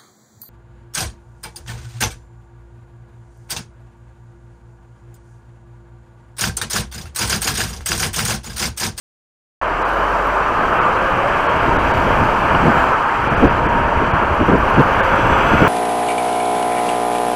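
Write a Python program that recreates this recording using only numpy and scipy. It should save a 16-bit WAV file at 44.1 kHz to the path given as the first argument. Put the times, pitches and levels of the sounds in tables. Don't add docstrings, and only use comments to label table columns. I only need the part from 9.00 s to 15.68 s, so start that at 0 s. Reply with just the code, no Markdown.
import sys
import numpy as np
from scipy import signal
from scipy.fft import rfft, irfft
from scipy.io import wavfile
from scipy.ndimage import uniform_filter1d

SR = 44100
rng = np.random.default_rng(int(sys.argv[2]) if len(sys.argv) > 2 else 0)


def makeup_ratio(level_db):
    decades = np.asarray(level_db, float) / 20
    return 10 ** decades


def to_wav(sig):
    pcm = np.clip(np.atleast_2d(sig), -1, 1) * 32767
    pcm = np.round(pcm).astype(np.int16)
    wavfile.write(sys.argv[1], SR, pcm.T)


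N = 294588
T = np.arange(N) / SR

# time in seconds, tyre roar in dB, engine load in dB, charge-air boost in dB.
LORRY = [(.62, -20.5, -3, -5), (1.0, -19.5, -2.5, -.5), (1.5, -19, -2.5, -1), (1.8, -17, 0, -1.5),
         (2.0, -19.5, 0, 0), (2.5, -17, 0.5, 0), (3.0, -17.5, 0.5, 3), (3.45, -17, 1, 1.5),
         (3.8, -15, 0.5, 2.5), (4.05, -18, -2, -1.5), (4.4, -18, 1, 0), (4.65, -18.5, -2, -3.5),
         (5.0, -18.5, -1, -3), (5.4, -18.5, -1.5, -2.5), (5.95, -15.5, 1, 2), (6.25, -16.5, 3, 1.5),
         (6.68, -14.5, 5, 5)]


def evened(x):
    return x / np.sqrt(np.mean(x ** 2) + 1e-20)


def read(points, hz):
    table_hz, db = np.transpose(points)
    return np.interp(np.log(hz + 1), np.log(table_hz + 1), db, -90, -90)


def curves(rows):
    s, *columns = np.transpose(rows)
    return [np.interp(T, s, column) for column in columns]


def band(x, lo_hz, hi_hz, order=2):
    edges_hz = [lo_hz, min(hi_hz, SR / 2 - 100)]
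    return signal.sosfilt(signal.butter(order, edges_hz, "band", fs=SR, output="sos"), x)


def hiss(colour, patchy_db, flicker_db):
    frames = N // 128 + 5
    real, imaginary, patches = rng.standard_normal((frames, 257, 3)).T
    patches = uniform_filter1d(patches, size=4, axis=0)
    patches = evened(uniform_filter1d(patches, size=24, axis=1))
    flicker = evened(uniform_filter1d(rng.standard_normal(frames), size=8))
    spectrum = (real + 1j * imaginary) * makeup_ratio(patchy_db * patches + flicker_db * flicker)
    noise = signal.istft(spectrum, nperseg=512, noverlap=384)[1][:N]
    colour_db = read(colour, np.fft.rfftfreq(N, 1 / SR))
    return evened(irfft(rfft(noise) * makeup_ratio(colour_db), N))


def traffic():
    # frequency in Hz, level in dB per Hz.
    boom_colour = [(40, -40), (100, -8), (200, -9), (350, -0.5), (500, 2), (700, 4.5), (850, -12),
                   (1100, -30)]
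    roar_colour = [(600, -37), (780, -3.5), (920, 0), (1080, -1.5), (1230, -2), (1610, -4.5), (1750, -9),
                   (1930, -10.5), (2300, -31.5)]
    clatter_colour = [(1500, -35), (1900, -3), (2300, 0), (2850, -4), (3240, -9), (3450, -20), (3900, -39)]
    fizz_colour = [(3000, -5), (3500, -0.5), (4050, -1.5), (4850, 0.3), (5200, -6.5), (5850, -2.5),
                   (7000, -11), (8600, -17), (10300, -16), (11200, -22), (13700, -22), (15000, -28),
                   (15750, -33)]
    roar_db, load_db, boost_db = curves(LORRY)
    coast_db = -4 * np.exp(-((T - 4.16) / .15) ** 2)
    boom_db = -22.5 + 0.72 * load_db + coast_db
    clatter_db = -30 + 1.18 * load_db
    fizz_db = -46 + 0.85 * boost_db
    roar = makeup_ratio(roar_db) * hiss(roar_colour, 0.54, 0.72)
    boom = makeup_ratio(boom_db) * hiss(boom_colour, 1.04, 0.58)
    clatter = makeup_ratio(clatter_db) * hiss(clatter_colour, 0.62, 0.9)
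    fizz = makeup_ratio(fizz_db) * hiss(fizz_colour, 1.2, 0.67)
    return roar + boom + clatter + fizz


def exhaust():
    # time in seconds, firing rate in Hz, level in dB.
    firing = [
        (.61, 42.36, -35),
        (.75, 40.5, -29.5),
        (.85, 45.7, -35),
        (.93, 47.4, -28.5),
        (1.44, 48.2, -31),
        (1.6, 46.7, -42),
        (1.95, 55.7, -38),
        (2.3, 58.5, -52),
    ]
    hz, db = curves(firing)
    turn = 2 * np.pi * np.cumsum(hz) / SR
    note = np.sin(turn) + makeup_ratio(-21) * np.sin(2 * turn)
    return np.sqrt(2) * makeup_ratio(db) * note * (T < firing[-1][0])


def wind():
    # time in seconds, wind strength in dB.
    strength = [(.62, -40), (1.0, -37), (1.4, -38), (1.6, -28.5), (1.9, -31.5), (2.45, -31.5), (2.8, -21),
                (3.0, -24), (3.2, -21), (3.4, -28.5), (3.62, -20), (4.1, -36), (4.4, -21), (5.2, -26),
                (5.75, -23.5), (6.0, -26), (6.2, -25), (6.68, -21.5)]
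    strength_db, = curves(strength)
    lumps = evened(band(rng.standard_normal(N), 5.8, 24))
    rumble = evened(band(rng.standard_normal(N), 12.6, 107))
    flutter = evened(band(rng.standard_normal(N), 103, 345))
    flutter_db = -30 + 0.73 * (strength_db + 28)
    pressure = makeup_ratio(strength_db) * rumble + makeup_ratio(flutter_db) * flutter
    return makeup_ratio(1.3 * np.clip(lumps, -2, 2)) * pressure


def arch(start, end, from_hz, to_hz, peak_db):
    u = np.linspace(0, 1, 15)
    db = peak_db - 15 * (2 * u - 1) ** 2
    return np.transpose([start + (end - start) * u, from_hz + (to_hz - from_hz) * u, db])


def whine(rows, width_hz):
    s, hz, db = np.transpose(rows)
    at = (T > s[0]) & (T <= s[-1])
    r = np.exp(-np.pi * width_hz / SR)
    length = N if s[-1] - s[0] > 1.6 else N // 3
    chance = [1, 1j] @ rng.standard_normal((2, length))
    waver = signal.lfilter([1], np.convolve([1, -r], [1, -r]), chance)[-at.sum():]
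    steady = waver / abs(waver) ** (.75 * np.exp(-width_hz / 150))
    carrier = np.exp(2j * np.pi * np.cumsum(np.interp(T[at], s, hz)) / SR)
    out = np.zeros(N)
    out[at] = makeup_ratio(np.interp(T[at], s, db)) * evened((steady * carrier).real)
    return out


def whines():
    # time in seconds, pitch in Hz, level in dB.
    gear = [
        (1.75, 500, -42),
        (1.92, 510, -29),
        (2.2, 550, -29),
        (2.45, 586, -28.5),
        (2.7, 600, -35),
        (3.2, 655, -36),
        (3.4, 665, -48),
    ]
    tread = [
        (2.4, 900, -36),
        (3.0, 933, -25),
        (3.5, 906, -25),
        (3.9, 903.6, -38),
        (4.3, 944, -31),
        (4.75, 939, -21),
        (5.5, 920, -39),
        (6.1, 940, -25),
        (6.68, 935, -32),
    ]
    grooves = [
        (.62, 1113, -27),
        (1.2, 1137, -25.5),
        (1.8, 1188, -19.5),
        (2.3, 1153, -24.5),
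        (2.9, 1185, -38),
        (3.8, 1260, -23),
        (4.2, 1253, -32),
    ]
    turbo = [
        (1.9, 7400, -80),
        (2.15, 7780, -73),
        (2.42, 8230, -64),
        (2.65, 8450, -73),
        (3.05, 8700, -78),
        (3.3, 8450, -70),
        (3.55, 7800, -66),
        (3.88, 7530, -64),
        (4.1, 7500, -78),
    ]
    # start and end in seconds, from and to in Hz, peak in dB.
    squeals = [(.8, 1.15, 560, 568, -34), (1.1, 1.55, 575, 592, -29), (5.6, 6.7, 520, 545, -26),
               (6.42, 6.7, 1390, 1470, -21), (6.2, 6.45, 1130, 1270, -24), (.7, 1.25, 2950, 3030, -44),
               (5.85, 6.8, 3385, 3410, -44), (5.2, 6.2, 5650, 6030, -63), (5.95, 7.0, 6040, 6060, -51),
               (.78, 1.05, 10500, 10600, -70), (.7, 1.3, 12350, 12350, -77), (.7, 1.3, 13050, 13050, -75),
               (1.15, 1.4, 11700, 11700, -72)]
    hisses = [
        (5.7, 7.7, 3300, 3350, -50),
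        (6.0, 6.95, 7700, 7680, -59),
    ]
    fan = [(s, 12400, -71 + 2.4 * boost_db) for s, *_, boost_db in LORRY]
    out = whine(gear, 7) + whine(tread, 30) + whine(grooves, 350)
    out += whine(turbo, 70) + whine(fan, 1600)
    out += sum(whine(arch(*row), .011 * row[2]) for row in squeals)
    return out + sum(whine(arch(*row), .065 * row[2]) for row in hisses)


def valve():
    count, start_s, gap_s, hurry_s = 13, 5.1095, .1205, .00045
    k = np.arange(count)
    spread_db = 2.2 * rng.standard_normal(count)
    db = -49.5 + 5.5 * np.minimum(k / 4, 1) + spread_db
    return list(zip(start_s + gap_s * k - hurry_s * k ** 2, db))


def ticks():
    # start in seconds, peak in dB.
    stray = [(.8883, -45), (.935, -44), (1.27, -41), (2.808, -50.5), (2.9731, -45), (3.7923, -45),
             (4.7416, -49)]
    # start in seconds, peak in dB, knock in dB.
    clacks = [
        (3.5495, -47, 27),
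        (3.844, -46, 13),
        (5.68, -46, 16),
    ]
    t = np.arange(900) / SR
    shape = makeup_ratio(-60 * t / .028) * np.minimum(t / .001, 1)
    modes = np.sin(2 * np.pi * 1050 * t) + .3 * np.sin(2 * np.pi * 2850 * t)
    knock = evened(shape * makeup_ratio(-60 * t / .03) * modes)
    rows = clacks + [(s, db, -8) for s, db in stray + valve()]
    out = np.zeros(N)
    for (s, db, knock_db), puff in zip(rows, rng.standard_normal((len(rows), 900))):
        tick = evened(band(puff, 9000, 13700, order=3) * shape)
        tap = makeup_ratio(db - 17) * (tick + makeup_ratio(knock_db + 18) * knock)
        part = out[round(s * SR):][:900]
        part += tap[:len(part)]
    return out


def gusts():
    # middle in seconds, level in dB, centre in Hz, length in seconds.
    thuds = [(1.204, -33, 170, 0.032), (2.15, -24, 150, 0.11), (5.231, -15, 300, .04),
             (2.686, -13, 112, .037), (2.768, -18, 155, .09), (3.085, -18, 229, .12),
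             (3.236, -16, 190, .09), (3.55, -18, 110, 0.081), (3.67, -9, 188, .13), (3.775, -22, 170, .093),
             (4.327, -13.5, 130, 0.041), (4.444, -5, 236, .09), (4.453, -14, 60, .09),
             (4.6, -22, 152.9, .077), (4.668, -13.5, 215, 0.029), (4.762, -17.5, 174, 0.069),
             (4.977, -17, 71, 0.034), (5.026, -15.5, 256, 0.094), (5.143, -11.5, 115.2, .035),
             (5.411, -11, 203, 0.079), (5.491, -6.5, 213, 0.039), (5.535, -8, 238, 0.093),
             (5.581, -14.5, 71, .036), (5.794, -6, 147, 0.087), (5.8, -16, 320, 0.063),
             (6.147, -18, 82, 0.063), (6.255, -18, 101, .09), (6.319, -16.5, 70.2, .1),
             (6.545, -8.5, 173, 0.05), (6.63, -8.5, 238, 0.093)]
    out = np.zeros(N)
    for (s, db, hz, length_s), air in zip(thuds, rng.standard_normal((len(thuds), 9000))):
        size = round(length_s * SR)
        turbulence = band(band(air, hz * 0.6, hz * 1.55, order=1), 23, 790)
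        swell = evened(turbulence[-size:] * np.hanning(size))
        part = out[round(s * SR) - size // 2:][:size]
        part += 0.47 * makeup_ratio(db) * swell[:len(part)]
    return out


def scene():
    return (traffic() + exhaust() + wind() + whines() + ticks() + gusts())[None]


def low_pass(x):
    return signal.sosfilt(signal.butter(12, 15680, fs=SR, output="sos"), x)


def record(dry):
    # centre in Hz, width in Hz, gain in dB.
    port = [(7660, 590, 7), (9320, 510, 8), (11940, 710, 9.5), (12600, 630, 0), (1918, 99, -7)]
    # middle in seconds, edge in Hz above which sound is lost.
    lost = [(.839, 4050), (1.799, 3880), (2.481, 4400), (2.78, 3790), (2.929, 4700), (4.294, 4480),
            (4.358, 5020), (4.487, 4980), (4.678, 3526), (5.127, 3504), (6.021, 3640)]
    hz = np.fft.rfftfreq(N, 1 / SR)
    housing_db = sum(db / (1 + (2 * (hz - f) / width) ** 2) for f, width, db in port)
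    x = np.clip(irfft(rfft(dry) * makeup_ratio(housing_db), N), -.99, .99)
    for s, above_hz in lost:
        at = slice(round(s * SR) - 900, round(s * SR) + 900)
        away_s = abs(T[at] - s)
        high_pass = signal.butter(8, above_hz, "high", fs=SR, output="sos")
        treble = signal.sosfiltfilt(high_pass, x[:, at])
        gap = 1 - np.sin(np.pi / 2 * np.clip((away_s - .002) / .014, 0, 1))
        line = makeup_ratio(-48) * np.sin(2 * np.pi * .97 * above_hz * T[at])
        x[:, at] += line * np.clip((.014 - away_s) / .004, 0, 1) - gap * treble
    opening = np.clip((T - .6133) / .0015, 0, 1)
    return low_pass(x * opening)


dry = scene()
out = record(dry)
to_wav(out)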